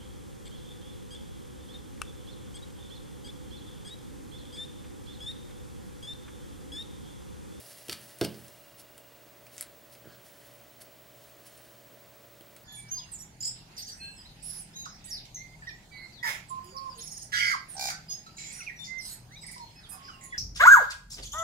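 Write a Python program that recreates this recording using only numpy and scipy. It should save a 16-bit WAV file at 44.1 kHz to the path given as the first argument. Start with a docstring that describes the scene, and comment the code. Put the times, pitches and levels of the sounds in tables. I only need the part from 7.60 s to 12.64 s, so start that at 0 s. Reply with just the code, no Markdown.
"""Fingers brush plastic over a faint hum, whine and buzz; then an opened phone touches a table and lands.
Its frame chatters at each meeting, the landing thuds and rocks, and later the battery snaps in among ticks.
Plastic: noise bursts through resonances. Table: decaying modes shaped by contact time. Skin: grainy noise.
Small-room echoes follow; the background is shaped noise, unsteady tones, beating whines and a pulsed tone."""
import sys
import numpy as np
from scipy import signal
from scipy.fft import rfft, irfft, next_fast_len
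from scipy.io import wavfile
from scipy.ndimage import map_coordinates

SR = 44100
rng = np.random.default_rng(int(sys.argv[2]) if len(sys.argv) > 2 else 0)


def persist_wave(psi):
    """Save psi, clipped to +-1, as 16-bit WAV."""
    counts = np.round(np.clip(psi, -1, 1) * 32767).astype(np.int16)
    wavfile.write(sys.argv[1], SR, np.atleast_2d(counts).T)


N = 222218

# The phone is set down and chatters until it seats: (time [s], blow level [dB], first bounce level [dB],
# first flight [s], ratio of each flight to the last [1], contacts with the blow [count])
SET_DOWNS = [(0.2955, -25, -30.5, .0173, .52, 5), (0.6118, -22.5, -31.5, .0166, .59, 6)]
PRESS_DB = 1.92  # gain of each bounce over the last, as the hand bears down
# A contact's struck spot [Hz], burst t60 [s], catches relative to contact level [dB]
BLOW_HZ, BLOW_T60, BLOW_CATCH_DB = 3540, 0.018, -15.5
BOUNCE_HZ, BOUNCE_T60, BOUNCE_CATCH_DB = 4470, 0.0066, -9
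# Fingernails and parts tick on the frame:
# (time [s], contact level [dB], catches relative to contact [dB], struck spot [Hz])
TICKS = [(0.2831, -36.5, -4, 3250), (0.5867, -57, 12.5, 5000), (.743, -44.5, -16, 4630),
         (.881, -48, 0, 6360), (1.3784, -47, 0.5, 3260), (1.8668, -44, -16, 2560),
         (2.351, -46.5, -18, 2450), (3.2203, -54, 7, 5050), (3.976, -52, 2, 5370), (4.809, -49.5, -5, 3200),
         (4.9639, -46, -1.5, 2170)]
TICK_T60 = 0.017  # s
# The battery snaps past its catches: (time [s], catch level [dB])
SNAPS = [(1.9804, -29), (2.0097, -18), (2.0254, -28.5)]
SNAP_HZ, SNAP_T60, SNAP_CONTACT_DB = 5400, 0.0024, -32.5  # same contact level under every snap
# Strained plastic crackles around each snap: nominal level, catches relative to it, time scale [s]
CREAK_DB, CREAK_CATCH_DB, CREAK_SPREAD_S = -48.5, -8, .012
# Resonances of the plastic frame: (centre [Hz], width [Hz], level [dB])
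FRAME_RESONANCES = [(1410, 590, -4.5), (2350, 510, -4), (3190, 420, -2), (3930, 340, 0.5), (4480, 880, -1),
                    (5500, 710, 0), (8500, 8100, -10)]
# Resonances of the small stiff catches: (centre [Hz], width [Hz], level [dB])
CATCH_RESONANCES = [(1300, 700, -16), (2400, 1000, -15), (5400, 1900, -10), (8400, 1900, -.5),
                    (10200, 1500, 0), (12500, 1100, -4.5)]

# Blows to the table top, before the table's mix gain:
# (time [s], level [dB], contact time [s], share of the ring time that the hands leave [0-1])
THUDS = [(.2894, -33.5, .0016, .8), (.327, -25, .0114, .8), (2.4555, -39, .0035, .4),
         (2.4715, -31, .0052, .4), (4.8095, -43, .0024, .4)]
# The phone's full weight meets the table: time, level before the mix gain, contact time
LANDING_S, LANDING_DB, LANDING_CONTACT_S = .614, -16.5, 0.00077
ROCK_S, ROCK_LOSS_DB = .0348, 10.5  # rocking period, loss per swing
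ROCK_TICK_DB = -28  # frame tick level before the loss of each swing
# Modes of the table with the phone on it: (frequency [Hz], level [dB], undamped t60 [s])
TABLE_MODES = [(88, -23, .42), (127, -20.5, .62), (139, -11, .14), (171, -13, .3), (200, -15, .38),
               (214, -17, .7), (240, -12, .28), (299, -10, .24), (332, -2, .11), (349, -2.5, .17),
               (411, -.5, .12), (439, -13, .13), (465, -8, .17), (545, -13, .15), (601, -13, .12),
               (651, -11, .17), (672, -16, .12), (864, -21, .16), (966, -24, .15), (1270, -17, .07),
               (1470, -11, .06), (1610, -6, .06)]
# Stereo lean of the table: (frequency [Hz], right minus left [dB])
TABLE_SIDE = [(60, 1), (120, 13), (200, 4), (330, 1.5), (700, 2), (1300, 2)]

# Fingertip strokes: (peak time [s], sum of rise and fall widths [s], skin hiss level [dB])
STROKES = [(0.066, 0.3, -53.5), (0.41, 0.33, -57.5), (0.79, 0.42, -63), (1.201, 0.026, -53),
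           (1.95, 0.054, -59), (2.331, 0.023, -58), (2.672, .04, -62.5), (2.82, 0.33, -68.5),
           (3.219, 0.017, -49.5), (3.647, .12, -68.5), (3.869, 0.019, -51.5), (3.97, 0.29, -66.5)]
RISE_SHARE = 0.49  # rise width over that sum
# Scrape level at a reference hiss level, and its dB growth per dB of hiss
SCRAPE_DB, SCRAPE_AT_DB, SCRAPE_GROWS = -57.5, -52, 0.41
# Spectrum of skin hiss: (frequency [Hz], relative density [dB per Hz])
SKIN_SPECTRUM = [(1500, -26), (3000, -15), (5000, -3.5), (7000, -12.5), (8800, -6), (10600, -2),
                 (11800, -7), (13000, -11), (15000, -17.5)]
# Resonances of a rubbed frame: (centre [Hz], width [Hz], level [dB])
SCRAPE_RESONANCES = [(1780, 420, 1.5), (3080, 510, 0), (4380, 370, -3.5), (5380, 510, -1),
                     (8900, 12000, -5.5)]
# Resonances of the phone's back on the table: (centre [Hz], width [Hz], level [dB])
SLIDE_RESONANCES = [(1490, 200, 9), (1720, 190, 3), (3040, 150, 1)]

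# Decay of the room: (frequency [Hz], t60 [s])
ROOM_DECAY = [(100, 1), (400, 0.51), (2000, 0.44), (6000, 0.2), (14000, 0.13)]
# A faint pulsing electronic buzz: (start [s], end [s], tone [Hz], level [dB rms])
BUZZES = [(0, 1.62, 2815, -71.5), (2.35, 4.4, 3073, -76.5)]
BUZZ_RATE = 30  # pulses per second
# Tones of the room's appliances: (frequency [Hz], level [dB rms], left minus right [dB])
HUM = [(63.7, -80, -6), (120.8, -68.5, -1), (178.5, -81.5, 4), (319, -77, 5), (496, -77.5, -10),
       (570.8, -65.5, -5.5), (631.7, -68.5, -5), (696, -72, -3), (1965, -79.5, 3.5)]
WHINE_HZ, BEAT_HZ, WHINE_DB = 15734.3, 12.9, -62.5  # level [dB rms] of the stronger whine
# Room air and microphone hiss: (frequency [Hz], relative density [dB per Hz])
AIR_SPECTRUM = [(15, -61), (25, -24), (49, -12), (91, -12), (115, -7), (147, -9), (357, -9.5), (479, -8.5),
                (519, -16.5), (563, -7), (756, -13.5), (1230, -15), (10500, -25), (14100, -24.5),
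                (15300, -18.5)]
AIR_DB = -56  # dB rms before the stereo lean
# Likeness of the two sides of the air: (frequency [Hz], left-right correlation [0-1])
AIR_LIKENESS = [(30, 0.21), (100, 0.29), (300, 0.91), (700, 0.85), (2000, 1), (12000, 1)]
# Stereo lean of the air: (frequency [Hz], right minus left [dB])
AIR_SIDE = [(110, 1), (200, 2.5), (380, 4.5), (700, 0), (1300, 1), (3000, 0)]

# Opposite phase shifts of the two microphone ports: (frequency [Hz], shift [dB re 1 radian])
PORT_PHASE = [(1500, -42), (2800, -15.5), (4000, -51), (5200, -17), (6200, -10), (7600, -9.5), (9500, -23),
              (13000, -36)]
TOP_HZ = 15900  # band limit


def clicks(first_slip=0.16, frame_db=-4.0, spot_db=-7.0, spot_t60=0.0036):
    """Impact excitation: a sharp slip and decaying micro-impacts ring struck spot, frame and catches."""
    frame, catches, spots = np.zeros(N), np.zeros(N), np.zeros(N)
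    t = np.arange(SR // 20) / SR
    for s, contact_db, catch_db, t60, hz in contacts():
        decay = fade(t, t60)
        size = np.linalg.norm(decay)
        bursts = decay * rng.standard_normal((3, len(t)))
        bursts[:, 0] = first_slip * size
        spot_ring = np.sin(2 * np.pi * hz * t) * fade(t, spot_t60)
        bursts[2] = signal.fftconvolve(bursts[2], spot_ring)[:len(t)]
        for track, db, burst in zip((frame, catches, spots), (frame_db, catch_db, spot_db), bursts):
            add(track, s, amp(contact_db + db) * size * burst / np.linalg.norm(burst))
    return resonate(frame, FRAME_RESONANCES) + resonate(catches, CATCH_RESONANCES) + spots


def contacts():
    """Superposition of hard contacts: (time s, level dB, relative catch dB, burst t60 s, spot Hz)."""
    rocks = [(s, ROCK_TICK_DB + db, BOUNCE_CATCH_DB, BOUNCE_T60, BOUNCE_HZ) for s, db in rocking()[1:]]
    ticks = [(s, db, catch_db, TICK_T60, hz) for s, db, catch_db, hz in TICKS]
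    snaps = [(s, SNAP_CONTACT_DB, db - SNAP_CONTACT_DB, SNAP_T60, SNAP_HZ) for s, db in SNAPS]
    return chatter() + rocks + ticks + snaps + creak()


def chatter():
    """Inelastic bouncing: flights shorten geometrically while the pressing hand strengthens each bounce."""
    rows = []
    for s, db, bounce_db, flight, ratio, count in SET_DOWNS:
        rows.append((s, db, BLOW_CATCH_DB, BLOW_T60, BLOW_HZ))
        for k in range(round(count) - 1):
            s = s + flight * ratio ** k
            rows.append((s, bounce_db + k * PRESS_DB, BOUNCE_CATCH_DB, BOUNCE_T60, BOUNCE_HZ))
    return rows


def rocking(count=4):
    """Damped rocking: the landing, then evenly spaced weaker swings (time s, dB relative to landing)."""
    return [(LANDING_S + k * ROCK_S, -k * ROCK_LOSS_DB) for k in range(count)]


def creak(count=5):
    """Stick-slip under strain: tiny slips at chance moments around each snap as the battery is forced in."""
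    rows = []
    for s, _ in SNAPS:
        for when, size, spot in rng.uniform(-1.3, 1, (count, 3)):
            hz = SNAP_HZ * np.exp(0.43 * spot)
            rows.append((s + CREAK_SPREAD_S * when, CREAK_DB + 4 * size, CREAK_CATCH_DB, TICK_T60, hz))
    return rows


def thuds():
    """Modal excitation: blows ring the table's modes, and a longer contact weakens the high ones."""
    top, t = np.zeros(N), np.arange(SR) / SR
    hz, level, t60 = np.transpose(TABLE_MODES)[:, :, None]
    attack = 1 - np.exp(-t / .001)
    landing = [(s, LANDING_DB + db, LANDING_CONTACT_S, 1) for s, db in rocking()]
    for s, db, contact, free in THUDS + landing:
        strength = amp(level + .5 * rng.standard_normal(hz.shape))
        strength = strength / np.hypot(1, (hz * contact) ** 2)
        ring = np.sum(strength * np.sin(2 * np.pi * hz * t) * fade(t, t60 * free), axis=0)
        add(top, s, -amp(db) * attack * ring)
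    # the board radiates almost nothing below its first mode
    return signal.sosfilt(signal.butter(6, 78, "highpass", fs=SR, output="sos"), top)


def rubbing(grain_db=1.5):
    """Stick-slip friction: catching skin ridges give a grainy hiss and a scrape through the frame."""
    power = np.zeros((2, N))
    for s, length, db in STROKES:
        levels = amp([[db], [SCRAPE_DB + SCRAPE_GROWS * (db - SCRAPE_AT_DB)]])
        power += (levels * swell(s, RISE_SHARE * length, (1 - RISE_SHARE) * length)) ** 2
    hiss, scrape = np.sqrt(power)
    grip = amp(grain_db * wobble(600) + 1.1 * wobble(45))
    skin = filtered(grip * rng.standard_normal(N), lambda hz: amp(along(SKIN_SPECTRUM, hz)))
    frame = resonate(grip * rng.standard_normal(N), SCRAPE_RESONANCES)
    return hiss * unit(skin) + scrape * unit(frame)


def slide(groan_db=-61, rustle_db=-63):
    """Sliding friction: the pressed phone shifts on the table, a dull scrape that thins to a rustle."""
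    groan = swell(s=2.485, rise=0.024, fall=0.045) * resonate(rng.standard_normal(N), SLIDE_RESONANCES)
    rustle = swell(s=2.535, rise=.028, fall=0.021) * resonate(rng.standard_normal(N), [(4420, 750, 0)])
    return amp(groan_db) * groan + amp(rustle_db) * rustle


def near_echoes(x, t60=0.072):
    """Early scattering: quick dense echoes between the hands, the table and the camera."""
    t = np.arange(SR // 8) / SR
    tail = rng.standard_normal(len(t)) * fade(t, t60) * (1 - np.exp(-t / 0.00066))
    return signal.fftconvolve(x, tail / np.linalg.norm(tail))[:N]


def room(x, delay=0.0047, width=0.022):
    """Diffuse reverberation: wall echoes decay by frequency; width sets how far the two sides differ."""
    hz, t, z = signal.stft(rng.standard_normal((2, SR // 2)), SR, nperseg=256)
    tail = signal.istft(z * fade(t, along(ROOM_DECAY, hz)[:, None]), SR, nperseg=256)[1]
    tail *= 1 - np.exp(-(np.arange(tail.shape[1]) / SR / delay) ** 2)  # gradual onset
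    mid, side = signal.fftconvolve(x[None], tail / np.linalg.norm(tail[0]), axes=1)[:, :N]
    return np.array([mid + width * side, mid - width * side])


def buzz(jitter=0.39):
    """Amplitude modulation: a thin tone of unsteady phase pulses at an even rate."""
    t = np.arange(N) / SR
    pulses = np.sin(np.pi * BUZZ_RATE * t) ** 4
    total = np.zeros(N)
    for start, end, hz, db in BUZZES:
        tone = np.sin(2 * np.pi * hz * t + jitter * wobble(60))
        total += amp(db) * ((t > start) & (t < end)) * unit(pulses * tone)
    return total


def appliances(drift=0.47, ripple=0.091):
    """Phase drift and beating: unsteady hum lines, and two close whines that ripple at the mains rate."""
    t = np.arange(N) / SR

    def tone(hz, phase=0):
        """Harmonic motion: a sine at rms 1."""
        return np.sqrt(2) * np.sin(2 * np.pi * hz * t + phase)

    hum = 0
    for hz, db, left_db in HUM:
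        phase = drift * wobble(3.92) + rng.uniform(0, 2 * np.pi)
        hum = hum + panned(amp(db) * tone(hz, phase), -left_db)
    mains = tone(60) + .5 * tone(300) + .5 * tone(360)
    whine = tone(WHINE_HZ) + .5 * tone(WHINE_HZ + BEAT_HZ)
    return hum + amp(WHINE_DB) * whine * (1 + ripple * mains)


def air():
    """Partly coherent noise: mid and side shares set the likeness of room noise and microphone hiss."""
    def colour(hz):
        """Coherence as an angle between mid and side."""
        turn = np.arccos(np.clip(along(AIR_LIKENESS, hz), -1, 1)) / 2
        return amp(along(AIR_SPECTRUM, hz)) * [np.cos(turn), np.sin(turn)]

    mid, side = filtered(rng.standard_normal((2, N)), colour)
    return amp(AIR_DB) * unit(np.array([mid + side, mid - side]))


def amp(db):
    """Logarithmic level: decibels to gain."""
    return 10 ** (np.asarray(db) / 20)


def unit(x):
    """Power normalisation: x at rms 1."""
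    return x / np.sqrt(np.mean(x ** 2) + 1e-20)


def along(points, hz):
    """Logarithmic frequency: (Hz, value) points interpolated on a log axis."""
    f, v = np.transpose(points)
    return np.interp(np.log(hz + 1), np.log(f + 1), v)


def fade(t, t60):
    """Exponential decay: a loss of 60 dB in t60 seconds."""
    return np.exp(-np.log(1000) * t / np.maximum(t60, 1e-4))


def swell(s, rise, fall):
    """Two-sided Gaussian envelope: peak at time s, widths rise and fall in seconds."""
    t = np.arange(N) / SR - s
    return np.exp(-.5 * (t / np.where(t < 0, rise, fall)) ** 2)


def wobble(rate):
    """Band-limited fluctuation: a smooth random curve with rate knots a second."""
    return map_coordinates(rng.standard_normal(int(N * rate / SR) + 4), [np.arange(N) * rate / SR])


def filtered(x, response):
    """Linear filtering: the spectrum of x times a complex response of frequency."""
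    m = next_fast_len(N + SR // 2)
    return irfft(rfft(x, m) * response(np.fft.rfftfreq(m, 1 / SR)), m)[..., :N]


def resonate(x, peaks):
    """Parallel resonance: a bank of alternating sign that keeps the power of white noise."""
    def response(f):
        """Second-order resonance, summed over the peaks."""
        total = 0
        for k, (centre, width, db) in enumerate(peaks):
            damping = 1j * f * width
            total = total + (-1) ** k * amp(db) * damping / (centre * centre - f * f + damping)
        return total / np.sqrt(np.mean(abs(total) ** 2))

    return filtered(x, response)


def add(track, s, sound):
    """Superposition: mix a sound into a track at time s."""
    part = track[round(s * SR):][:len(sound)]
    part += sound[:len(part)]


def panned(x, right_db):
    """Level difference: mono to stereo, the right side louder by right_db."""
    return x * amp([[-right_db / 2], [right_db / 2]])


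def leaning(x, side):
    """Level difference by frequency: lean right by (Hz, dB) points; the two gains sum to 2."""
    return filtered(x, lambda hz: 2 / (1 + amp(along(side, hz) * np.array([[1], [-1]]))))


def scene():
    """Superposition: plastic, table and fingers in the room, over its background."""
    plastic, fingers = clicks(), rubbing() + slide()
    close = plastic + amp(-5.0) * near_echoes(plastic) + fingers
    walls = amp(-9) * room(plastic + fingers)
    table = amp(-5) * thuds()
    table_walls = amp(-20) * room(table, delay=.015, width=.3)
    struck_table = leaning(table + table_walls, TABLE_SIDE)
    background = leaning(air(), AIR_SIDE) + appliances() + buzz()
    return close + walls + struck_table + background


def record(dry):
    """Phase difference and band limit: two unlike ports, and a camera that keeps nothing above TOP_HZ."""
    def ports(hz):
        """Pure phase shift, opposite at the two ports."""
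        return np.exp(1j * amp(along(PORT_PHASE, hz)) * np.array([[1], [-1]]))

    return filtered(dry, lambda hz: ports(hz) * (hz < TOP_HZ))


dry = scene()
out = record(dry)
persist_wave(out)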